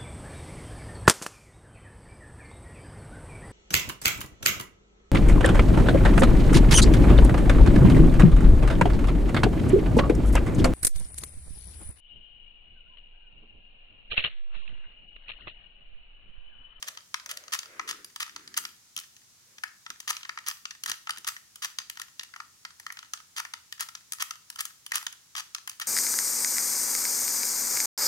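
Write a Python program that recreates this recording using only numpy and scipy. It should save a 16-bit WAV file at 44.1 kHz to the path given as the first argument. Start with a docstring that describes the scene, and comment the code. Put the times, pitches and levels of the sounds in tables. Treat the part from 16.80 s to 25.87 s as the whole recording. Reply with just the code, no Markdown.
"""First a loose dial clicks over faint room air, then a steel combination padlock is worked notch by notch.
The lock is in the hand, close to a two-port microphone: noise bursts through the case's modes make its
snaps and clicks, and dense random slips make the short grating around each snap.
Filtered noise makes the rub of skin and the soft bumps on the fingers; decaying sines are the sprung detent.
A small quiet room answers the lock faintly with scattered reflections that die band by band."""
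import sys
import numpy as np
from scipy import signal
from scipy.fft import rfft, irfft
from scipy.io import wavfile
from scipy.ndimage import uniform_filter1d

SR = 44100
rng = np.random.default_rng(int(sys.argv[2]) if len(sys.argv) > 2 else 0)


def put_to_file(sound):
    """Save the sound as 16-bit audio at rate SR, in the file named by the first command-line argument."""
    columns = np.atleast_2d(sound).T  # one column per channel
    safe = np.clip(columns, -1, 1)
    whole_steps = np.round(safe * 32767)
    wavfile.write(sys.argv[1], SR, whole_steps.astype(np.int16))


N = 399987  # samples

# Steady air of the room, relative spectrum: pitch_hz [Hz], density_db [dB per Hz]
AIR_SPECTRUM = [(25, -27), (95, -7), (200, -11.5), (550, -21.5), (1000, -15.5), (1400, -15), (3000, -15),
                (6200, -8), (9000, -14), (16000, -21.5)]
# Time for the room's reflections to fall 60 dB: pitch_hz [Hz], t60_s [s]
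ROOM_DECAY = [(500, 0.51), (1300, 0.36), (3500, 0.41), (7000, 0.34), (14000, 0.43)]
# Soft bumps of the lock against the fingers: start_s [s], peak_db [dB]
FINGER_BUMPS = [(2.168, -58.5), (3.095, -56.5), (4.052, -59), (4.09, -52), (4.375, -60)]
# Skin sliding over the case as the grip shifts:
# start_s [s], length_s [s], level_db [dB, dull part], centre_hz [Hz, midway through]
SKIN_RUBS = [(0.065, 0.032, -65, 613), (0.492, 0.2, -64, 590), (.9, 0.043, -60.5, 517),
             (.97, 0.22, -61, 371), (1.564, .27, -65, 288.3), (2.7, .05, -76.5, 459)]
# Broad colour of the case, relative: pitch_hz [Hz], density_db [dB per Hz]
CASE_COLOUR = [(250, -36.5), (630, -31), (950, -12), (1400, -13), (2500, -6.5), (6000, -7.5), (8500, -20),
               (12700, -22), (16000, -27)]
# Resonances of case, dials and detent spring before the contact point shifts them:
# pitch_hz [Hz], width_hz [Hz], height_db [dB over the broad colour]
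LOCK_MODES = [(1307, 160, 15), (1813, 227, 10.5), (3104, 420, 2.5), (4780, 234, 4.5), (6270, 730, 2.5),
              (9030, 110, 4.5)]
# Plucks of the detent spring: start_s [s], level_db [dB at the start, before stereo balance], pitch_hz [Hz]
SPRING_PLUCKS = [(1.245, -55, 12570), (1.775, -48, 12570), (3.685, -50, 12570), (4.476, -40, 12570),
                 (4.987, -44, 6200)]
# A dial turned one notch, dragging before and after its detent snaps home: snap_s [s], drag_before_s [s],
# drag_after_s [s], ring_db [dB, steel ring before stereo balance], tick_db [dB above the ring]
DIAL_TURNS = [(0.083, 0.014, 0.0098, -36, -1), (0.5125, 0.021, 0.0097, -35, 0.5),
              (0.735, 0.013, 0.0206, -27.5, -2.5), (1.09, 0.014, 0.029, -33.5, -7),
              (1.4036, 0.0043, 0.025, -31, -6), (1.7745, 0.0083, 0.015, -29.5, 8),
              (3.3039, 0.028, 0.0086, -27.5, 0), (3.6841, 0.021, 0.023, -32, 6.5),
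              (4.0969, 0.021, 0.011, -32, 1.5), (4.4861, 0.018, 0.0089, -31, 1),
              (4.846, .025, 0.014, -30.5, -2.5), (6.5819, 0.018, 0.024, -33.5, -3),
              (7.0067, 0.011, .028, -32, 4.5), (7.423, 0.025, .005, -29, 2.5), (7.8063, 0.019, .01, -32, 5),
              (8.1556, 0.02, .028, -29.5, 6.5), (8.5802, 0.016, 0.028, -34.5, -5),
              (9.0149, 0.0043, 0.019, -33, -9)]
# A loose dial knocked against its stop as the thumb lands or lets go: start_s [s],
# ring_db [dB, steel ring before stereo balance], knock_db [dB above ring], tick_db [dB above ring]
LOOSE_CLICKS = [(0.0258, -31, -6.5, -7), (0.173, -37.5, -4, -16), (0.3425, -27, 0.5, -11),
                (0.46, -38.5, -2.5, -6), (0.572, -35.5, -7, -5), (0.6804, -42, -2.5, -17),
                (0.7896, -29.5, -13, -8.5), (0.9951, -35.5, 10, -21), (1.1098, -31.5, -2, -6),
                (1.2452, -40.5, -11, -0.5), (1.3603, -35.5, -4, -4.5), (1.4282, -30, -2, -10),
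                (1.562, -35, -3, -13.5), (1.6761, -41, -8, -11), (1.7414, -39, -4, -11),
                (1.8515, -31.5, -4, -11.5), (2.1644, -31, -18, -3.5), (2.1757, -34, -9, -2),
                (2.1882, -36, -13, -4), (2.1992, -45.5, -20, 5), (2.3655, -50.5, -9, -7),
                (2.7829, -44.5, -2, -14), (2.836, -35, 9.5, -5.5), (3.0633, -39.5, 2.5, -21),
                (3.1022, -34, -2.5, -9), (3.202, -38.5, -8.5, -2.5), (3.3667, -33, -13, -15),
                (3.431, -38, -9, -27), (3.4506, -41.5, 4, -29), (3.4927, -35, 5.5, -15),
                (3.5746, -40.5, 9, -24), (3.5871, -41.5, 4, -13), (3.7117, -35.5, -2, -9),
                (3.8541, -30.5, -7, -22), (3.908, -36, -6, -15), (4.0363, -31.5, -11, -2.5),
                (4.0599, -31.5, 1, -1.5), (4.1158, -26.5, -5, -9), (4.2715, -37, 3.5, -18),
                (4.2939, -33, 7, -6), (4.306, -28, -16, -7), (4.3824, -42.5, -6, 0.5),
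                (4.4455, -38, -3, -9), (4.475, -42.5, 8, 15.5), (4.5648, -43.5, 5.5, -22),
                (4.7573, -44.5, -7, 2), (4.9862, -26.5, -9, -12), (5.0982, -34, -6, -1.5),
                (5.172, -41.5, 1.5, -10), (5.1973, -36.5, -1, -5), (5.2164, -36, 0, -3),
                (5.3948, -30.5, -9.5, -16), (5.4329, -40.5, -4, -3.5), (5.5377, -48.5, 8.5, -16),
                (5.5613, -44.5, 6, -10), (5.6015, -42.5, 9.5, -13), (5.8502, -36.5, 1, -14),
                (5.9984, -46.5, 2.5, 1), (6.0649, -38, 6, -8), (6.1024, -49.5, 16, -13),
                (6.1231, -45.5, 0.5, 4.5), (6.1703, -43, 1, -14), (6.1897, -39, -5, -12),
                (6.2279, -47, 3.5, -19), (6.3351, -30, -3.5, -5.5), (6.5991, -41.5, 11.5, 4),
                (6.6502, -41.5, 6, -9), (6.7366, -33.5, -0.5, -9), (6.9248, -34.5, -4, -5),
                (7.0873, -41, -0.5, -6), (7.1511, -35.5, -6.5, -11), (7.3213, -35, -4.5, 6),
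                (7.3331, -37, -4, 3), (7.508, -32, -2, -7), (7.7009, -39, -6, 2), (7.7588, -41.5, -3, -3),
                (7.853, -36, -7.5, 3), (8.0636, -37.5, -10.5, -1.5), (8.1186, -32.5, 8, -2),
                (8.227, -45, 2, -1), (8.2662, -27.5, -4, -9.5), (8.326, -45.5, -22, 2), (8.552, -36, 2, -9),
                (8.5639, -34, -13, -7), (8.748, -28.5, -8, -9), (8.8753, -35.5, 0, 0),
                (8.8954, -36.5, -10, 1.5), (8.9984, -37, 1.5, 2)]

AIR_DB = -59
RUB_RISE_DB_PER_S, RUB_FADE_DB_PER_S = 197, 119  # each slide swells, holds and dies away
RUB_SAG_OCT_PER_S = 0.36  # and sinks in pitch as it slows
KNOCK_TOP_HZ, RING_TOP_HZ = 2400, 8000  # where knock gives way to ring, and ring to tick
DRAG_DB = -3  # grating relative to its snap's ring, before the shares of the three bands
SNAP_KNOCK_DB = -1  # every snap has the same hollow knock, dB above its ring
RECORDER_TOP_HZ = 16100


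def gain_of(db):
    """Decibels to amplitude."""
    return 10 ** (np.asarray(db) / 20)


def evened(x):
    """Scales to rms 1."""
    return x / np.sqrt(np.mean(x ** 2) + 1e-20)


def read(points, hz):
    """A table of (Hz, value) joined on a log-frequency axis."""
    f, value = np.transpose(points)
    return np.interp(np.log(hz + 1), np.log(f + 1), value)


def band_noise(count, low_hz, high_hz):
    """Noise of rms 1 between two edges, in count channels."""
    band = signal.butter(2, (low_hz, high_hz), "band", fs=SR, output="sos")
    return evened(signal.sosfilt(band, rng.standard_normal((count, N))))


def add(mix, start_s, sound):
    """Adds a sound to the stereo mix at start_s, cut off at the end of the mix."""
    part = mix[:, max(round(start_s * SR), 0):][:, :sound.shape[-1]]
    part += sound[..., :part.shape[1]]


def hush(alike_below_hz=500):
    """Steady room air, partly alike in both ports in the bass and less so higher up."""
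    hz = np.fft.rfftfreq(N, 1 / SR)
    noise = rfft(rng.standard_normal((3, N)))
    shared = .5 / (1 + (hz / alike_below_hz) ** 2)
    pair = np.sqrt(shared) * noise[2] + np.sqrt(1 - shared) * noise[:2]
    air = irfft(pair * gain_of(read(AIR_SPECTRUM, hz)), N)
    return gain_of(AIR_DB) * evened(air)


def room(x, wet_db=-11.0, first_s=0.0069):
    """Reflections of random sign arrive after a short gap, each band dying at its own speed."""
    taps = rng.choice([-1., 1.], (2, SR)) * (rng.random((2, SR)) < 1 / 10)
    hz, t, bands = signal.stft(taps, SR, nperseg=256)
    fade = gain_of(-60 * t / read(ROOM_DECAY, hz)[:, None])
    tail = signal.istft(bands * fade, SR)[1]
    tail = tail / np.linalg.norm(tail[0])
    tail = np.pad(tail, ((0, 0), (round(first_s * SR), 0)))
    return gain_of(wet_db) * signal.fftconvolve(x, tail, axes=1)[:, :N]


def bumps(bump_hz=260, bump_s=0.023, size=3000):
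    """The lock bumps softly on the fingers: decaying noise through a low band."""
    out, t = np.zeros((2, N)), np.arange(size) / SR
    flesh = signal.butter(2, [bump_hz / 2, bump_hz * 1.45], "band", fs=SR, output="sos")
    for start_s, peak_db in FINGER_BUMPS:
        thud = rng.standard_normal(size) * np.exp(-t / bump_s)
        bump = signal.sosfilt(flesh, thud)
        add(out, start_s, gain_of(peak_db) * bump / abs(bump).max())
    return out


def rubs(width_hz=210, swish_hz=(1200, 2300), swish_db=3.0):
    """Skin rubs with a dull noise that sinks in pitch, and a swish of fixed band above it."""
    out, t = np.zeros((2, N)), np.arange(N) / SR
    # slow complex noise, moved up to the rub's pitch below
    slow = rng.standard_normal((3, N)) + 1j * rng.standard_normal((3, N))
    slow = signal.sosfilt(signal.butter(2, width_hz / 2, fs=SR, output="sos"), slow)
    pair = slow[:2] / 2 + slow[2]
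    pair = np.sqrt(2) * pair / np.std(pair)
    swish = band_noise(2, *swish_hz)
    for start_s, length_s, level_db, centre_hz in SKIN_RUBS:
        near = abs(t - start_s) < 1
        age = t[near] - start_s
        rise_db = RUB_RISE_DB_PER_S * np.minimum(age, 0)
        fade_db = RUB_FADE_DB_PER_S * np.maximum(age - length_s, 0)
        pitch_hz = centre_hz * 2 ** (-RUB_SAG_OCT_PER_S * (age - length_s / 2))
        carrier = np.exp(2j * np.pi * np.cumsum(pitch_hz) / SR)
        dull = (pair[:, near] * carrier).real
        out[:, near] += gain_of(level_db + rise_db - fade_db) * (dull + gain_of(swish_db) * swish[:, near])
    return out


def causal(db, size=1024):
    """The minimum-phase impulse response of a gain curve."""
    both_sides = np.r_[db, db[-2:0:-1]]
    log_gain = np.log(gain_of(np.maximum(both_sides, -100)))
    return np.fft.ifft(np.exp(np.conj(signal.hilbert(log_gain)))).real[:size]


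def case_bands(contact_db=4.5, size=4096):
    """The case's response as hollow knock, steel ring and bright tick; the point of contact favours some modes."""
    hz = np.fft.rfftfreq(size, 1 / SR)
    peaks = 0
    for pitch_hz, width_hz, height_db in LOCK_MODES:
        height = gain_of(height_db + contact_db * rng.standard_normal()) ** 2
        peaks = peaks + height / (1 + (2 * (hz - pitch_hz) / width_hz) ** 2)
    knock = 1 / (1 + (hz / KNOCK_TOP_HZ) ** 16)
    below_tick = 1 / (1 + (hz / RING_TOP_HZ) ** 16)
    shares = knock, below_tick * (1 - knock), 1 - below_tick
    colour_db = read(CASE_COLOUR, hz)
    return [causal(colour_db + 10 * np.log10((1 + peaks) * share + 1e-12)) for share in shares]


def ports(force, response, likeness=.65, delay=8):
    """Two forces become two partly alike channels; sound reaches the right port delay samples later."""
    mixed = likeness * force[0] + np.sqrt(1 - likeness ** 2) * force[1]
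    pair = np.array([force[0], mixed])
    left, right = signal.fftconvolve(pair, response[None], axes=1)
    return np.array([left, np.r_[np.zeros(delay), right[:-delay]]])


def notches():
    """Every impact of a dial, snaps and loose clicks alike: (start_s, ring_db, knock_db, tick_db)."""
    snaps = [(snap_s, ring_db, SNAP_KNOCK_DB, tick_db) for snap_s, _, _, ring_db, tick_db in DIAL_TURNS]
    return snaps + list(LOOSE_CLICKS)


def spring(t60_s=0.18, size=12000):
    """Now and then a notch plucks the detent spring, which sings on thinly as a decaying sine."""
    out, t = np.zeros((2, N)), np.arange(size) / SR
    for start_s, level_db, pitch_hz in SPRING_PLUCKS:
        add(out, start_s, gain_of(level_db - 60 * t / t60_s) * np.sin(2 * np.pi * pitch_hz * t))
    return out


def slack(contacts, below_db=21.5, spread_db=3.5, within_s=.07, knock_db=2.0, count=2, size=700):
    """Loose dials tick faintly in their play as they settle, the more so after a hard impact."""
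    out, fade = np.zeros((2, N)), np.exp(-np.arange(size) / SR / .003)
    for start_s, ring_db, _, _ in notches() * count:
        knock, ring, tick = contacts[rng.integers(len(contacts))]
        lateness, strength = rng.standard_normal(2)
        response = gain_of(knock_db) * knock + ring + tick
        sound = ports(rng.standard_normal((2, size)) * fade, response)[:, :size]
        level_db = ring_db - below_db + spread_db * min(strength, 2)
        add(out, start_s + within_s * np.tanh(abs(lateness)), gain_of(level_db) * evened(sound))
    return out


def grating(bands, slips_per_s=800, spread_db=0.5, band_db=(-5.5, -2.5, -8)):
    """Dense tiny stick-slips while a dial drags on its spindle, heard through knock, ring and tick bands."""
    level = np.zeros(N)
    for snap_s, before_s, after_s, ring_db, _ in DIAL_TURNS:
        dragging = slice(round((snap_s - before_s) * SR), round((snap_s + after_s) * SR))
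        level[dragging] = gain_of(ring_db + DRAG_DB)
    slips = (rng.random((2, N)) < slips_per_s / SR) * rng.choice([-1, 1], (2, N))
    slips = slips * gain_of(spread_db * np.minimum(rng.exponential(1, (2, N)), 4))
    grate = np.zeros((2, N))
    for response, share_db in zip(bands, band_db):
        grate += evened(ports(slips, response)[:, :N]) * gain_of(share_db)
    return grate * uniform_filter1d(level, size=130)  # edges softened over 130 samples


def detents(contacts, snap=3.1, rattle_s=(.0042, .0031, .0033), rise_s=0.00043, size=900):
    """Each impact is one blow, then a few milliseconds of chatter while the hand damps the case."""
    out, t = np.zeros((2, N)), np.arange(size) / SR
    nominal = .005 * SR  # samples over which a click's energy is counted for its level
    for start_s, ring_db, knock_db, tick_db in notches():
        chatter = rng.standard_normal((2, size))
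        bands = contacts[rng.integers(len(contacts))]
        levels_db = ring_db + knock_db, ring_db, ring_db + tick_db
        for response, level_db, decay_s in zip(bands, levels_db, rattle_s):
            force = chatter * np.exp(-(t / decay_s) ** 1.3) * -np.expm1(-t / rise_s)
            force[0, 0] += snap
            click = ports(force, response)
            energy = np.sum(click ** 2 / 2)
            add(out, start_s, gain_of(level_db) * click * np.sqrt(nominal / energy))
    return out


def scene(left_db=0.53, count=24):
    """The lock, a little louder on the left, with the hands and the room."""
    contacts = [case_bands() for _ in range(count)]  # places where a dial may strike the case
    lock = spring() + slack(contacts) + grating(np.mean(contacts, axis=0)) + detents(contacts)
    lock = lock * gain_of([[left_db], [-left_db]])
    return hush() + room(lock) + bumps() + rubs() + lock


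def record(dry):
    """The recorder's band limit: a linear-phase low-pass."""
    low_pass = signal.firwin(511, RECORDER_TOP_HZ, window=("kaiser", 9), fs=SR)
    return signal.oaconvolve(dry, low_pass[None], "same")


dry = scene()
out = record(dry)
put_to_file(out)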